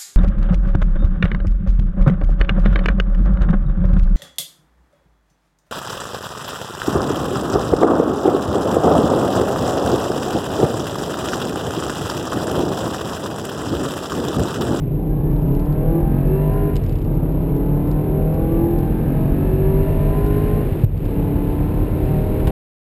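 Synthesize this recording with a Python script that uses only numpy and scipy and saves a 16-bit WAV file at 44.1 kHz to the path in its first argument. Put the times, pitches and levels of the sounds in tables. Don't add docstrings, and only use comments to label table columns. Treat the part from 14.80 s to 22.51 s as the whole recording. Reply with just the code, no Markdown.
import sys
import numpy as np
from scipy import signal
from scipy.fft import rfft, irfft, next_fast_len
from scipy.io import wavfile
from scipy.ndimage import uniform_filter1d, map_coordinates

SR = 44100
rng = np.random.default_rng(int(sys.argv[2]) if len(sys.argv) > 2 else 0)


def store_pcm(level_fs):
    pcm = np.round(np.clip(level_fs, -1, 1) * 32767).astype(np.int16)
    wavfile.write(sys.argv[1], SR, np.atleast_2d(pcm).T)


N = 340011

# time_s, cycle_hz
ENGINE_SPEED = [(0, 24.49), (.12, 25.43), (.5, 31.77), (1, 39.02), (1.5, 47.26), (1.75, 50.77),
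                (1.95, 50.8), (2.22, 33.63), (2.32, 33), (3, 36.47), (4.4, 45.52), (5.62, 51.98),
                (5.86, 52.33), (6.15, 35.96), (6.5, 35.93), (7, 37.5), (7.71, 39.28)]
# time_s, speed_kmh
ROAD_SPEED = [(0, 38), (2, 39.5), (6, 98.7), (7.7, 128.5)]
# start_s, hold_s, torque_drop_db, drone_swell_db
UPSHIFT_DIPS = [(1.898, 0.25, 11.5, 7), (5.822, 0.4, 10, 2)]
# order, level_db
FIRING_ORDERS = [(8, -34), (16, -47.5), (20, -52)]
# order, gain_db
EXHAUST_PATTERN = [(2, 6.5), (3, 0.5), (4, 2.5), (5, 2.5), (6, -5), (7, -3.5), (9, -3), (10, 2), (11, 4),
                   (12, -0.5), (13, 4.5), (15, -0.5), (17, -1.5), (19, 4.5), (22, -1), (23, -1.5),
                   (24, 2.5), (25, -3.5), (27, 3.5), (28, 7), (29, 1.5), (30, 0.5), (31, -11.5), (32, 1),
                   (34, -2), (36, 6.5), (39, -4), (40, 3), (41, -1), (47, -5.5), (48, 0.5), (50, -11.5),
                   (53, -2), (55, -8.5), (56, 7)]
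# frequency_hz, gain_db
CABIN_PATH = [(60, -39), (100, -36), (130, -30), (150, -31.5), (175, -28.5), (200, -36), (245, -35),
              (285, -28.5), (320, -28.5), (350, -35.5), (400, -37), (500, -43), (565, -49.5), (630, -43.5),
              (700, -54), (780, -47), (850, -55), (1010, -57), (1230, -65.5), (1310, -63.5), (1430, -66),
              (1640, -61.5), (1920, -68), (2150, -68), (2650, -66.5), (3100, -73.5)]
# order, mode_hz, width_hz, level_db
CABIN_HOWLS = [(5, 220, 36, -27.5), (6, 276, 12.16, -25), (6, 307, 9.1, -27), (7, 300, 36, -28),
               (8, 290, 26, -23), (8, 335, 11, -16), (8, 384, 13, -20), (8, 411, 12, -23),
               (9, 295, 27, -28), (10, 390, 15, -28), (12, 422.6, 24, -31), (12, 488, 21, -30),
               (12, 595, 14, -35), (13, 524.6, 27, -29.5), (13, 645, 19, -31.5), (14, 645, 26, -38),
               (15, 687, 55, -41.5), (15, 762, 18, -38.5), (16, 440, 150, -36.5), (16, 636, 33.3, -31.5),
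               (18, 776, 36, -37), (20, 815, 90, -39), (20, 972, 24, -39), (20, 1020, 36, -36),
               (24, 880, 80, -42.5), (28, 1165, 30, -46)]
# time_s, gain_db
BOOM_ENVELOPE = [(0.1, -22.9), (0.6, -20.1), (1.3, -21.2), (1.75, -18.5), (2.1, -28.1), (2.4, -23.6),
                 (3.1, -21.6), (3.5, -20.3), (3.75, -25.9), (4.3, -21.6), (4.8, -19.1), (5.5, -24.6),
                 (6.75, -26.7), (7.25, -21.3), (7.6, -25.6)]
# time_s, level_db
ROAD_ROUGHNESS = [(0, -28), (.4, -20), (1.6, -21), (2.6, -21), (3.3, -23), (4.4, -22.5), (5.3, -18.5),
                  (6, -23.5), (7.7, -22)]
# frequency_hz, gain_db
ROAR_COLOUR = [(40, -120), (140, -8), (200, 0), (300, -2.5), (410, -4), (520, -9.5), (700, -18),
               (1000, -23.5), (1400, -38.5), (4000, -120)]
# frequency_hz, gain_db
RASP_COLOUR = [(150, -120), (700, 2), (1100, 0), (1500, -1), (2100, -2), (2650, -2), (3300, -9.5),
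               (3900, -10), (4600, -17.5), (5300, -19), (6000, -25.5)]
# frequency_hz, gain_db
SHAKE_COLOUR = [(6, -52), (20, -11.5), (30, 4), (40, 11.5), (50, 3.5), (65, -8.5), (110, -54.5),
                (300, -120)]
# frequency_hz, gain_db
DRONE_COLOUR = [(15, -120), (40, -23.5), (62, -5.5), (95, 3.5), (125, -3.5), (180, -17.5), (400, -40),
                (1500, -120)]
# frequency_hz, gain_db
BOOM_COLOUR = [(40, -120), (110, -30.5), (135, 3.5), (154, 11.5), (172, -18), (240, -46.5), (700, -120)]
# frequency_hz, gain_db
TRIM_COLOUR = [(300, -120), (1100, -10.5), (2000, -1.5), (3000, 2), (4200, -1), (5200, -0.5), (6000, -8.5)]
# start_s, swing_gain_db, pitch_hz, t60_s, crunch_gain_db
BODY_JOLTS = [(6.036, 0.5, 112.5, 0.044, -46), (7.598, -6.5, 75, .05, -39), (7.67, -7, 59, 0.069, -31)]
# start_s, gain_db
TRIM_TICKS = [(0.5626, -49.5), (0.617, -53), (0.7492, -45.5), (0.797, -46.5), (0.8607, -50), (0.9254, -47),
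              (1.471, -51.5), (1.9563, -36.5), (1.965, -35), (2.037, -43), (2.767, -48), (3.0742, -50),
              (3.1138, -42), (3.54, -47), (3.909, -50), (3.9883, -46), (5.4622, -43), (6.0429, -46.5),
              (6.1769, -50), (6.252, -46.5), (7.671, -33.5)]

OPENING_DB, OPENING_S = 6.5, .35
BACK_OFF_S, PICK_UP_S = .074, .16
CUT_S, CUT_DB, CUT_FALL_S, CUT_RETURN_S = 6.043, 11, .015, .21
SCATTER_RAD, SHIFT_SCATTER_RAD = .022, .06
FADE_ORDER, FADE_DB_PER_ORDER = 36, .12
BOOM_HZ, BOOM_WIDTH_HZ, BOOM_TONE_DB = 151.5, 39, -4
JUDDER_S, JUDDER_GAP_S, JUDDER_DB, JUDDER_LOSS_DB = 2.063, .0307, -42, 1.1
MID_CYCLE_HZ, MID_KMH = 40, 60
HOLD_HZ, TOP_HZ = 12000, 15320


def firing_notes(angle, uneven_db, swell_db, blur_rad):
    cycle_hz, load_db = curves(ENGINE_SPEED)[0], torque_db()
    out = np.zeros(N)
    for order, db in FIRING_ORDERS:
        unsteady_db = uneven_db * wobble(35) + swell_db * order / 12 * wobble(12)
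        strength = np.hypot(amp(db + throttle_db()), howl(order, cycle_hz))
        phase = order * (angle + blur_rad * wobble(30)) + rng.uniform(0, 2 * np.pi)
        out += strength * amp(load_db + unsteady_db) * np.sin(phase)
    return out


def exhaust(angle, low_db, growl_db, snarl_db, growl_db_per_octave, snarl_db_per_octave):
    cycle_hz, load_db = curves(ENGINE_SPEED)[0], torque_db()
    mid_db = growl_db + growl_db_per_octave * revs() + throttle_db()
    high_db = snarl_db + snarl_db_per_octave * revs() + throttle_db()
    boom = amp(curves(BOOM_ENVELOPE)[0] + BOOM_TONE_DB)
    scatter_rad = SCATTER_RAD + SHIFT_SCATTER_RAD * shifting()
    out = np.zeros(N)
    for order in np.setdiff1d(np.arange(2, 57), (8, 16, 20)):
        band_db = low_db if order < 8 else mid_db if order < 16 else high_db
        fade_db = FADE_DB_PER_ORDER * max(order - FADE_ORDER, 0)
        source_db = band_db + along(EXHAUST_PATTERN, order) - fade_db
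        depth_db = min(1.5 + order / 7, 4)
        ripple_db = depth_db * np.minimum(cabin_ripple(cycle_hz, knots_per_octave=34), 1.2)
        path_db = along(CABIN_PATH, order * cycle_hz) + ripple_db
        strength = np.hypot(amp(source_db + path_db), howl(order, cycle_hz))
        if order < 8:
            strength = np.hypot(strength, boom * bell(order * cycle_hz, BOOM_HZ, BOOM_WIDTH_HZ))
        phase = order * (angle + scatter_rad * wobble(30)) + rng.uniform(0, 2 * np.pi)
        out += strength * amp(load_db + 1.8 * wobble(22)) * np.sin(phase)
    return out


def cycle_angle():
    cycle_hz = curves(ENGINE_SPEED)[0] * (1 + .0012 * wobble(30))
    return 2 * np.pi * np.cumsum(cycle_hz) / SR


def howl(order, cycle_hz):
    return sum(amp(db) * bell(order * cycle_hz, hz, width_hz)
               for howling_order, hz, width_hz, db in CABIN_HOWLS if howling_order == order)


def cabin_ripple(cycle_hz, knots_per_octave):
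    octaves = np.log2(cycle_hz / cycle_hz.min())
    grid = np.linspace(0, octaves.max(), 800)
    ripple = map_coordinates(rng.standard_normal(200), [grid * knots_per_octave], mode="mirror")
    return np.interp(octaves, grid, ripple)


def throttle_db():
    return -OPENING_DB * np.clip(1 - np.arange(N) / SR / OPENING_S, 0, 1)


def torque_db():
    return cut_db() - sum(db * dip(s, BACK_OFF_S, hold_s, PICK_UP_S) for s, hold_s, db, _ in UPSHIFT_DIPS)


def cut_db():
    return -CUT_DB * dip(CUT_S, CUT_FALL_S, CUT_FALL_S, CUT_RETURN_S)


def shifting():
    return sum(dip(s, BACK_OFF_S, hold_s, PICK_UP_S) for s, hold_s, _, _ in UPSHIFT_DIPS)


def gas_rush(angle, roar_db, roar_revs_db, roar_pace_db, rasp_db, rasp_revs_db, rasp_pace_db):
    roar_gain = amp(roar_db + roar_revs_db * revs() + roar_pace_db * pace() + .66 * wobble(4.4))
    roar = roar_gain * noise(ROAR_COLOUR)
    rasp_gain = amp(rasp_db + rasp_revs_db * revs() + rasp_pace_db * pace() + .4 * wobble(6.7))
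    rasp = rasp_gain * noise(RASP_COLOUR)
    pulsing = unit(1 + .12 * np.cos(angle) + .17 * np.cos(4 * angle))
    return pulsing * amp(cut_db()) * (roar + rasp)


def road(drone_db, drone_pace_db, drone_revs_db, boom_db, uneven_db):
    lurch_db = sum(db * dip(s, BACK_OFF_S, hold_s, PICK_UP_S) for s, hold_s, _, db in UPSHIFT_DIPS)
    rolling_db = drone_db + drone_pace_db * pace() + drone_revs_db * revs() + lurch_db
    shake_db = curves(ROAD_ROUGHNESS)[0] + uneven_db * wobble(3.6)
    shake = amp(shake_db) * even_noise(SHAKE_COLOUR, span_s=.24)
    drone = amp(rolling_db + uneven_db * wobble(5)) * even_noise(DRONE_COLOUR, span_s=.13)
    boom = amp(boom_db + curves(BOOM_ENVELOPE)[0]) * even_noise(BOOM_COLOUR, span_s=.076)
    return shake + drone + boom


def thumps():
    t = np.arange(SR // 4) / SR
    swing, crunch = np.zeros(N), np.zeros(N)
    for s, swing_db, hz, t60_s, crunch_db in BODY_JOLTS:
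        jolt = amp(-60 * t / t60_s) * (1 - np.exp(-t / .0043))
        add(swing, s, amp(swing_db + 6) * jolt * np.sin(2 * np.pi * hz * t))
        add(crunch, s, amp(crunch_db + 6.5) * jolt)
    return swing + crunch * noise(RASP_COLOUR)


def rattles(t60_s, bounce_s, bounce_db, judder_ticks):
    t, blows = np.arange(SR // 10) / SR, np.zeros(N)
    judder = [(JUDDER_S + k * JUDDER_GAP_S, JUDDER_DB - k * JUDDER_LOSS_DB) for k in range(judder_ticks)]
    for s, db in TRIM_TICKS + judder:
        tick = amp(db + 7 - 60 * t / t60_s) * (1 - np.exp(-t / .0008))
        add(blows, s, tick)
        add(blows, s + bounce_s * rng.uniform(.63, 1.1), tick * amp(bounce_db))
    return blows * noise(TRIM_COLOUR)


def trim_chatter(level_db, spread_db, t60_s):
    t, blows = np.arange(SR // 20) / SR, np.zeros(N)
    starts_s = np.r_[rng.uniform(.5, .95, 14), rng.uniform(1, 1.8, 10), rng.uniform(1.8, 7.6, 26)]
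    for s in starts_s:
        tick_db = level_db + spread_db * rng.uniform(-1, 1)
        add(blows, s, amp(tick_db - 60 * t / t60_s))
    return blows * noise(TRIM_COLOUR)


def revs():
    return np.log2(curves(ENGINE_SPEED)[0] / MID_CYCLE_HZ)


def pace():
    return curves(ROAD_SPEED)[0] / MID_KMH - 1


def dip(start_s, attack_s, hold_s, release_s):
    t = np.arange(N) / SR - start_s
    return np.clip(np.minimum(t / attack_s, 1 - (t - hold_s) / release_s), 0, 1)


def bell(hz, centre_hz, width_hz):
    return 2 ** (-2 * ((hz - centre_hz) / width_hz) ** 2)


def amp(db):
    return 10 ** (np.asarray(db) / 20)


def unit(x):
    return x / np.sqrt(np.mean(x ** 2) + 1e-20)


def along(points, position):
    positions, values = np.transpose(points)
    return np.interp(np.log(position + 1), np.log(positions + 1), values)


def curves(rows):
    times_s, *columns = np.transpose(rows)
    return [np.interp(np.arange(N) / SR, times_s, column) for column in columns]


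def wobble(rate_hz):
    coarse = np.arange(0, N + 64, 64)
    knots = rng.standard_normal(int(N * rate_hz / SR) + 4)
    return np.interp(np.arange(N), coarse, map_coordinates(knots, [coarse * rate_hz / SR]))


def filtered(x, response):
    size = next_fast_len(N + SR // 2)
    return irfft(rfft(x, size) * response(np.fft.rfftfreq(size, 1 / SR)), size)[:N]


def noise(colour):
    return unit(filtered(rng.standard_normal(N), lambda hz: amp(along(colour, hz))))


def even_noise(colour, span_s):
    x = noise(colour)
    power = np.abs(uniform_filter1d(x ** 2, int(span_s * SR) + 1))
    return x / np.sqrt(power + 1e-3)


def add(track, start_s, sound):
    part = track[max(round(start_s * SR), 0):][:len(sound)]
    part += sound[:len(part)]


def scene():
    angle = cycle_angle()
    notes = firing_notes(angle, uneven_db=1.32, swell_db=1.5, blur_rad=.008)
    orders = exhaust(angle, low_db=0, growl_db=-.5, snarl_db=2,
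                     growl_db_per_octave=6, snarl_db_per_octave=6.5)
    rush = gas_rush(angle, roar_db=-28.5, roar_revs_db=4, roar_pace_db=2,
                    rasp_db=-49.5, rasp_revs_db=6, rasp_pace_db=5)
    rumble = road(drone_db=-27, drone_pace_db=4, drone_revs_db=4, boom_db=-1.5, uneven_db=.77)
    trim = rattles(t60_s=.017, bounce_s=.01, bounce_db=-14, judder_ticks=7)
    chatter = trim_chatter(level_db=-52.5, spread_db=3.5, t60_s=.02)
    return (notes + orders + rush + rumble + trim + chatter + thumps())[None]


def record(dry):
    soft_ends = signal.windows.tukey(N, .008 * SR / N)
    window = ("kaiser", 9)
    coarse = signal.resample_poly(dry[0] * soft_ends, HOLD_HZ, SR, window=window)
    held = signal.resample_poly(np.repeat(coarse, 4), SR, 4 * HOLD_HZ, window=window)[:N]
    return filtered(held, lambda hz: hz < TOP_HZ)[None]


dry = scene()
out = record(dry)
store_pcm(out)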